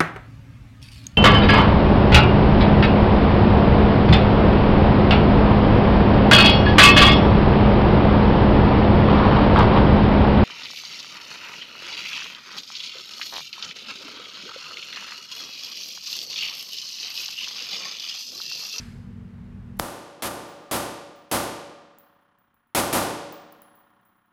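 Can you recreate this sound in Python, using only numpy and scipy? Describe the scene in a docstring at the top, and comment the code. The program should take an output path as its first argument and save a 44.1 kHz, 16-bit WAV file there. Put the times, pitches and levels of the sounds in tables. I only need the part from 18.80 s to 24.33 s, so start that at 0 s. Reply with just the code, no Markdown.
"""A suppressed rifle fires six shots in a concrete indoor range, the last two as a quick pair.
Each shot is a burst of noise with the same booming room response, a fresh treble tail and a long flutter echo.
Spent cases, built from ticks and clusters of high tones, land and hop on the floor.
Noise and wavering fan tones make the ventilation, which rumbles until the first shot jolts the microphone.
The shots are held down from there and climb back; the rumble stays faint. A bolt rings at the start."""
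import sys
import numpy as np
from scipy import signal
from scipy.fft import rfft, irfft
from scipy.io import wavfile
from scipy.ndimage import uniform_filter1d

SR = 44100
rng = np.random.default_rng(int(sys.argv[2]) if len(sys.argv) > 2 else 0)


def master(y):
    """Save y as 16-bit WAV."""
    cut = np.clip(np.atleast_2d(y).T, -1, 1)
    pcm = np.round(cut * 32767)  # scale
    wavfile.write(sys.argv[1], SR, pcm.astype(np.int16))


N = 243736
RESPONSE_SIZE = 81920   # samples in one short sound with its tail
TIME = np.arange(N) / SR   # seconds from the beginning of the scene
AGE = np.arange(RESPONSE_SIZE) / SR   # seconds from the beginning of one short sound


def from_db(db):
    """Turn dB into an amplitude factor."""
    return 10 ** (np.asarray(db) / 20)


def rms_one(x):
    """Scale a sound to an rms level of 1."""
    return x / np.sqrt(np.mean(x ** 2) + 1e-20)


def local_rms(x, size):
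    """Level over a sliding window of so many samples."""
    return np.sqrt(np.abs(uniform_filter1d(x ** 2, size)) + 1e-18)


def at_hz(points, hz):
    """Read a table on a logarithmic frequency axis, as pitch is heard."""
    known_hz, values = np.transpose(points)
    return np.interp(np.log(np.maximum(hz, 1)), np.log(known_hz), values)


def fade(t60):
    """Die away exponentially, by 60 dB in t60 seconds."""
    return np.exp(-np.log(1000) * AGE / t60)


def noise(spectrum, size):
    """Noise of a given colour, rms 1: the table shapes the spectrum of white noise."""
    hz = np.fft.rfftfreq(size, 1 / SR)
    white = rfft(rng.standard_normal(size))
    return rms_one(irfft(white * from_db(at_hz(spectrum, hz)), size))


def add(out, s, sound):
    """Mix a sound in from time s in seconds."""
    start = round(s * SR)
    out[start:start + len(sound)] += sound[:N - start]


def waver(rate):
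    """Slow random motion: straight lines between random points, so many per second."""
    knots = rng.standard_normal(int(N / SR * rate) + 2)
    return np.interp(TIME * rate, np.arange(len(knots)), knots)


def since_first_shot():
    """Seconds since the first shot, zero before it."""
    return np.maximum(TIME - SHOTS[0][0], 0)


# Colour of the close duct rumble with its rush of air.
# Each row: frequency in Hz, relative level in dB per Hz.
RUMBLE_COLOUR = [(15, -31), (45, 1), (85, -1.5), (108, -3.5), (122, 3), (150, -1.5), (240, -6),
                 (265, -19.5), (470, -19.5), (550, -28), (930, -27.5), (1100, -28.5), (1900, -32),
                 (5500, -49.5), (12000, -58.5), (15500, -66)]
# Colour of the distant wash of air. Each row: frequency in Hz, relative level in dB per Hz.
AIR_COLOUR = [(30, -2), (90, 0), (200, -1), (420, -17), (800, -20), (1200, 5), (2400, -5), (4500, -22),
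              (8000, -25.5), (15000, -29.5)]
# Tones of the fan. Each row: middle frequency in Hz, typical level against the rumble in dB.
FAN_TONES = [(96, -6), (191, -6.5), (235, -7)]
# Rumble level before and after the first shot, how fast it sinks, and the distant wash
RUMBLE_DB, RUMBLE_LEFT_DB, RUMBLE_SINK_DB_PER_S, AIR_DB = -42, -82.5, 331.5, -78.5


def ventilation(swell_rate=7.0, wander_hz=2.7, swell_db=2.0):
    """Duct rumble and wavering fan tones; after the first shot little but a distant wash of air is left."""
    rumble = noise(RUMBLE_COLOUR, N)
    for hz, db in FAN_TONES:
        phase = 2 * np.pi * np.cumsum(hz + wander_hz * waver(swell_rate)) / SR
        tone_db = db + swell_db * waver(swell_rate)
        rumble += np.sqrt(2) * from_db(tone_db) * np.sin(phase)   # sqrt(2) gives a sine rms 1
    rumble_db = np.maximum(RUMBLE_DB - RUMBLE_SINK_DB_PER_S * since_first_shot(), RUMBLE_LEFT_DB)
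    return from_db(rumble_db) * rumble + from_db(AIR_DB) * noise(AIR_COLOUR, N)


# Colour of the bolt just closed. Each row: frequency in Hz, relative level in dB per Hz.
BOLT_COLOUR = [(400, -13), (1000, -7), (1700, 2.5), (2800, -3.5), (4800, -9), (6500, -14), (8500, -14.5),
               (12000, -19.5), (15500, -32)]
# Resonances of the closing bolt. Each row: frequency in Hz, width in Hz, rise above the colour in dB.
BOLT_RESONANCES = [(1639, 25, 3), (4260, 130, 4.5), (5000, 200, 8), (6250, 170, 5), (7550, 240, 5.5),
                   (8600, 150, 0), (10360, 200, 2), (11220, 150, 3.5)]


def bolt_ring(level_db=-49.0, t60=0.79):
    """The clack of the closing bolt is still dying away in the room: fading noise with resonant peaks."""
    out, hz = np.zeros(N), np.geomspace(100, 16000, num=600)
    colour_db = at_hz(BOLT_COLOUR, hz)
    for centre, width, rise_db in BOLT_RESONANCES:
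        colour_db = colour_db + rise_db / (1 + ((hz - centre) / width) ** 2)
    ring = noise(np.column_stack([hz, colour_db]), RESPONSE_SIZE) * fade(t60)
    add(out, 0, from_db(level_db) * ring)
    return out


# Colour of brass touching concrete. Each row: frequency in Hz, relative level in dB per Hz.
TICK_COLOUR = [(2000, -37), (6000, -19), (10000, -11), (13000, -15), (15000, -5), (16500, 0)]
# Ringing tones (modes) of a brass case.
# Each row: frequency in Hz, t60 in seconds, spread of the split partials in Hz.
CASE_MODES = [(10690, 0.8, 100), (11700, .42, 55), (15200, 0.35, 130)]


def case_hit(tick_db, modes_db, tick_t60=0.0089, ping_db=-3.0, ping_t60=.02,
             room_db=-25.0, room_t60=0.41, count=5):
    """The floor ticks, the rim pings and the brass rings; spinning splits each mode into a shimmering cluster."""
    tick = noise(TICK_COLOUR, RESPONSE_SIZE) * (fade(tick_t60) + from_db(room_db) * fade(room_t60))
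    ping = from_db(ping_db) * fade(ping_t60) * np.sin(2 * np.pi * CASE_MODES[-1][0] * AGE)
    sound = from_db(tick_db) * (tick + ping)
    for (hz, t60, spread_hz), db in zip(CASE_MODES, modes_db):
        partials_hz = hz + spread_hz * rng.standard_normal((count, 1))
        start_turns = rng.random((count, 1))
        cluster = np.sin(2 * np.pi * (partials_hz * AGE + start_turns)).sum(axis=0)
        sound += from_db(db) * fade(t60) * cluster / np.sqrt(count)
    return sound


# Spent cases landing.
# Each row: start in seconds, tick level in dB, then the levels of the three case modes in dB.
LANDINGS = [(1.68, -70, -83, -81, -58), (2.359, -60, -74, -87, -65), (3.185, -39, -78, -62, -54.5),
            (3.587, -61.5, -85, -93.5, -67), (4.524, -34, -86, -82, -47), (4.724, -39, -90.5, -65.5, -76),
            (4.819, -39, -60.5, -80, -60.5), (4.953, -52, -89.5, -76, -54.5), (5.252, -52.5, -77, -91, -62)]
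# Typical strength of the case modes in a first hop: one level in dB for each mode.
HOP_MODES_DB = [-82.5, -90, -72]
# Tick of the first hop, time to it, how each next wait shrinks, and the loss on each later hop
HOP_TICK_DB, HOP_S, HOP_SHRINKS, HOP_LOSS_DB = -63.5, 0.14, .8, 3


def cases(unevenness=.12, scatter_db=1.0, count=2):
    """Each case lands, then hops on, mostly sooner and fainter, striking its modes with new strengths."""
    out = np.zeros(N)
    for s, tick_db, *modes_db in LANDINGS:
        add(out, s, case_hit(tick_db, modes_db))
        for hop in range(count):
            s += HOP_S * HOP_SHRINKS ** hop * np.exp(unevenness * rng.standard_normal())
            strengths_db = np.array(HOP_MODES_DB) + scatter_db * rng.standard_normal(len(CASE_MODES))
            sound = case_hit(HOP_TICK_DB, strengths_db)
            if s < TIME[-1]:
                add(out, s, from_db(-HOP_LOSS_DB * hop) * sound)
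    return out


def trigger(level_db=-62.5, t60=.07, lead_s=.029):
    """A tiny steel click, a fading noise burst, as the trigger breaks for the first shot."""
    out = np.zeros(N)
    colour = [(2000, -15), (6300, -2), (8500, -4), (11500, 0.5), (15500, -12)]   # Hz, relative dB
    click = noise(colour, RESPONSE_SIZE) * fade(t60)
    add(out, SHOTS[0][0] - lead_s, from_db(level_db) * click)
    return out


# Colour of the snap on the pressure front of the first shot.
# Each row: frequency in Hz, relative level in dB per Hz.
SNAP_COLOUR = [(500, -12), (1500, -5), (3000, -2.5), (5500, -1.5), (8000, -7.5), (13000, -3.5),
               (16000, -15)]


def first_jolt(thump_db=-10.5, crack_db=-10.5, snap_db=-13.5, crack_s=.00007, knee_s=0.00066,
               turns=0.99, sag=0.76, thump_t60=0.3, snap_t60=0.007):
    """The first shot hits undimmed: a brief fizz, a steep pressure front, and a thump that falls in pitch."""
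    out, stretch = np.zeros(N), 1 + AGE / knee_s
    lead_s, fizz_db = .0075, -30.5
    # the logarithm makes each swing of the thump longer than the last
    thump = np.cos(2 * np.pi * turns * np.log(stretch)) * stretch ** -sag * fade(thump_t60)
    front = from_db(crack_db) * np.exp(-AGE / crack_s)
    snap = from_db(snap_db) * noise(SNAP_COLOUR, RESPONSE_SIZE) * fade(snap_t60)
    fizz = noise([(1000, 0.5), (4000, -8.0), (13000, 2.5)], RESPONSE_SIZE)   # Hz, relative dB
    fizz = fizz * np.sqrt(AGE / lead_s) * (AGE < lead_s)   # grows until the front arrives
    add(out, SHOTS[0][0], from_db(thump_db) * thump + front + snap)
    add(out, SHOTS[0][0] - lead_s, from_db(fizz_db) * fizz)
    return out


# Colour of the flutter echo trapped between the side walls.
# Each row: frequency in Hz, relative level in dB per Hz.
FLUTTER_COLOUR = [(60, -18), (200, 0), (280, -3), (400, -6.5), (570, -15.5), (850, -4), (980, -0.5),
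                  (1400, -5.5), (1800, -7.5), (2400, -21), (3100, -15), (4000, -27), (9000, -44)]
ROUND_TRIP_S = .063   # from wall to wall and back


def flutter_echo(level_db=-49.5, t60=3.42, scatter=0.48, build_s=0.063):
    """The same packet of sound passes twice on each round trip, mixed with some plain scattered hiss."""
    packet = np.resize(noise(FLUTTER_COLOUR, round(ROUND_TRIP_S * SR)), N)   # repeats
    echo = rms_one(packet + scatter * noise(FLUTTER_COLOUR, N))
    passing = 1 + .45 * np.cos(4 * np.pi * TIME / ROUND_TRIP_S)
    build_up = 1 - np.exp(-TIME / build_s)
    decay = np.exp(-np.log(1000) * TIME / t60)
    return from_db(level_db) * echo * passing * build_up * decay


# Colour of a shot's reverberation.
# Each row: frequency in Hz, starting level in dB per Hz before the room and shot adjustments.
REVERB_COLOUR = [(35, -85.5), (70, -64), (105, -53), (160, -53), (310, -47.5), (420, -54), (600, -51.5),
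                 (1000, -52), (1500, -57.5), (2100, -66.5), (3000, -66.5), (4200, -68), (7500, -68.5),
                 (11000, -63.5), (15500, -73)]
# How long the range rings. Each row: frequency in Hz, t60 in seconds.
RANGE_T60 = [(60, 1.0), (200, 0.75), (450, 1.13), (750, 1.17), (1200, 0.94), (2500, 1.08), (5000, 0.94),
             (10000, 0.58), (15000, 0.4)]


def diffuse_tail(low_hz, high_hz, count):
    """Dense reflections between two frequencies: bands of steady noise, each dying at the room's rate."""
    white = rfft(rng.standard_normal(RESPONSE_SIZE))
    hz = np.fft.rfftfreq(RESPONSE_SIZE, 1 / SR)
    edges, out = np.geomspace(low_hz, high_hz, count + 1), 0
    for low, high in zip(edges, edges[1:]):
        centre = np.sqrt(low * high)
        band = irfft(white * ((hz >= low) & (hz < high)))
        steady = band / local_rms(band, size=1500)
        gain = np.sqrt(high - low) * from_db(at_hz(REVERB_COLOUR, centre))   # dB per Hz over the band
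        out = out + steady * gain * fade(at_hz(RANGE_T60, centre))
    return out


# First returns from the walls. Each row: delay in seconds, width in seconds, rise in dB.
FIRST_RETURNS = [(.038, .012, 4.5), (.066, .0055, 4.5), (.091, .007, 5)]
RANGE_TRIP_S = .087   # they come round again after each trip along the range
RETURN_KEEPS, RETURN_WIDENS = .78, 1.06   # factors for the rise in dB and the width on each trip


def wall_returns(count=6):
    """Swell in dB from the wall returns, repeating weaker and more blurred on every trip along the range."""
    swell_db = 0
    for delay, width, db in FIRST_RETURNS:
        for trip in range(count):
            distance = (AGE - delay - trip * RANGE_TRIP_S) / (width * RETURN_WIDENS ** trip)
            swell_db = swell_db + db * RETURN_KEEPS ** trip * np.exp(-.5 * distance ** 2)
    return swell_db


# Standing waves of the range. Each row: frequency in Hz, relative level in dB, t60 in seconds.
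STANDING_WAVES = [(69.8, -31, .6), (116.2, -40, 1.1), (162.2, -32, 1.2), (236.6, -39, 1.7),
                  (306.4, -28.5, 1.45), (347.5, -28, 0.97), (440.2, -32, 1.3), (485, -32, 1.3),
                  (497.6, -32.5, 1.2), (565.5, -26, 1.55), (574, -29.5, 1.5), (586, -33, 1.35),
                  (652, -46, 1.2), (718.4, -43, 2.5), (710, -36.5, 0.62), (739, -42.5, 1.9),
                  (795, -38.5, 1.8), (820, -38.5, 0.79), (876, -38.5, 0.71), (925, -47.5, 0.63),
                  (945, -39, 1.1), (1028, -40, 1.6), (1148, -40, .9), (1198, -31.5, 1.6),
                  (1343, -37.5, 1.4), (1507, -39.5, .9)]


def room_boom(first_db=1.0, build_s=0.022, between_db=-5.0, modes_db=-4.5, settle_s=0.018):
    """The low response: dense reflections settle into standing waves and swell with each return."""
    boom = diffuse_tail(30, 1900, count=18)
    standing = 0
    for hz, db, t60 in STANDING_WAVES:
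        wave = np.sin(2 * np.pi * (hz * AGE + rng.random()))
        standing = standing + from_db(db + modes_db) * fade(t60) * wave
    boom = boom + standing * (1 - np.exp(-AGE / settle_s))
    # the energy drains evenly between returns: swap the quick level changes for slow ones
    boom = boom * local_rms(boom, size=5000) / local_rms(boom, size=500)
    return boom * from_db(between_db + wall_returns() + first_db * np.exp(-AGE / build_s))


# Colour of the gas jet from the suppressor and the ejection port.
# Each row: frequency in Hz, relative level in dB per Hz.
BLAST_COLOUR = [(100, -3), (300, 3.5), (900, 8), (2000, 4), (3500, 3), (6500, -1.5), (11000, 2),
                (13500, -2.5), (16000, -23.5)]


def gas_blast(length_s=0.06, release_s=.008, direct_db=3.5, direct_s=0.0051):
    """Turbulent gas as noise: the direct crack, then a short flat burst of its nearest reflections."""
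    burst = .5 * (1 - np.tanh((AGE - length_s) / release_s))
    direct_gain = from_db(direct_db * np.exp(-AGE / direct_s))
    return noise(BLAST_COLOUR, RESPONSE_SIZE) * burst * direct_gain


# The six shots. Each row: start in seconds, change of boom and flutter in dB,
# change of the treble reverberation in dB, gain of the gas blast in dB.
SHOTS = [(0.9974, 2.5, 1.9, -50), (1.4224, -1, -1.5, -24), (1.9122, -2.4, -1.5, -30.5),
         (2.5139, -.5, 0.4, -29), (3.9482, 1, 1.8, -25), (4.128, 1.63, 2, -30)]
# The level of the shots dips at the first one and climbs back steadily
DIP_DB, RECOVERY_DB_PER_S = 12.5, 13


def rifle(first_db=-3.5, build_s=0.017):
    """Every shot excites the same boom and flutter, with a fresh gas blast and a fresh treble tail."""
    out, boom, flutter = np.zeros(N), room_boom(), flutter_echo()
    for s, boom_db, treble_db, blast_db in SHOTS:
        treble = diffuse_tail(1900, 16500, count=20)
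        treble = treble * from_db(treble_db + first_db * np.exp(-AGE / build_s))
        add(out, s, from_db(boom_db) * boom + treble + from_db(blast_db) * gas_blast())
        add(out, s, from_db(boom_db) * flutter)
    return out * from_db(np.minimum(RECOVERY_DB_PER_S * since_first_shot() - DIP_DB, 0))


def scene():
    """All sources add up at one microphone."""
    return (ventilation() + bolt_ring() + cases() + trigger() + first_jolt() + rifle())[None]


CUTOFF_HZ = 15900


def record(dry, top=0.94):
    """Peaks are rounded smoothly and the treble above the cutoff is removed."""
    # order 10, ripple of .2 dB below the cutoff, at least 70 dB down in the stopband
    lowpass = signal.ellip(10, .2, 70, CUTOFF_HZ, fs=SR, output="sos")
    return signal.sosfilt(lowpass, top * np.tanh(dry / top))


dry = scene()
out = record(dry)
master(out)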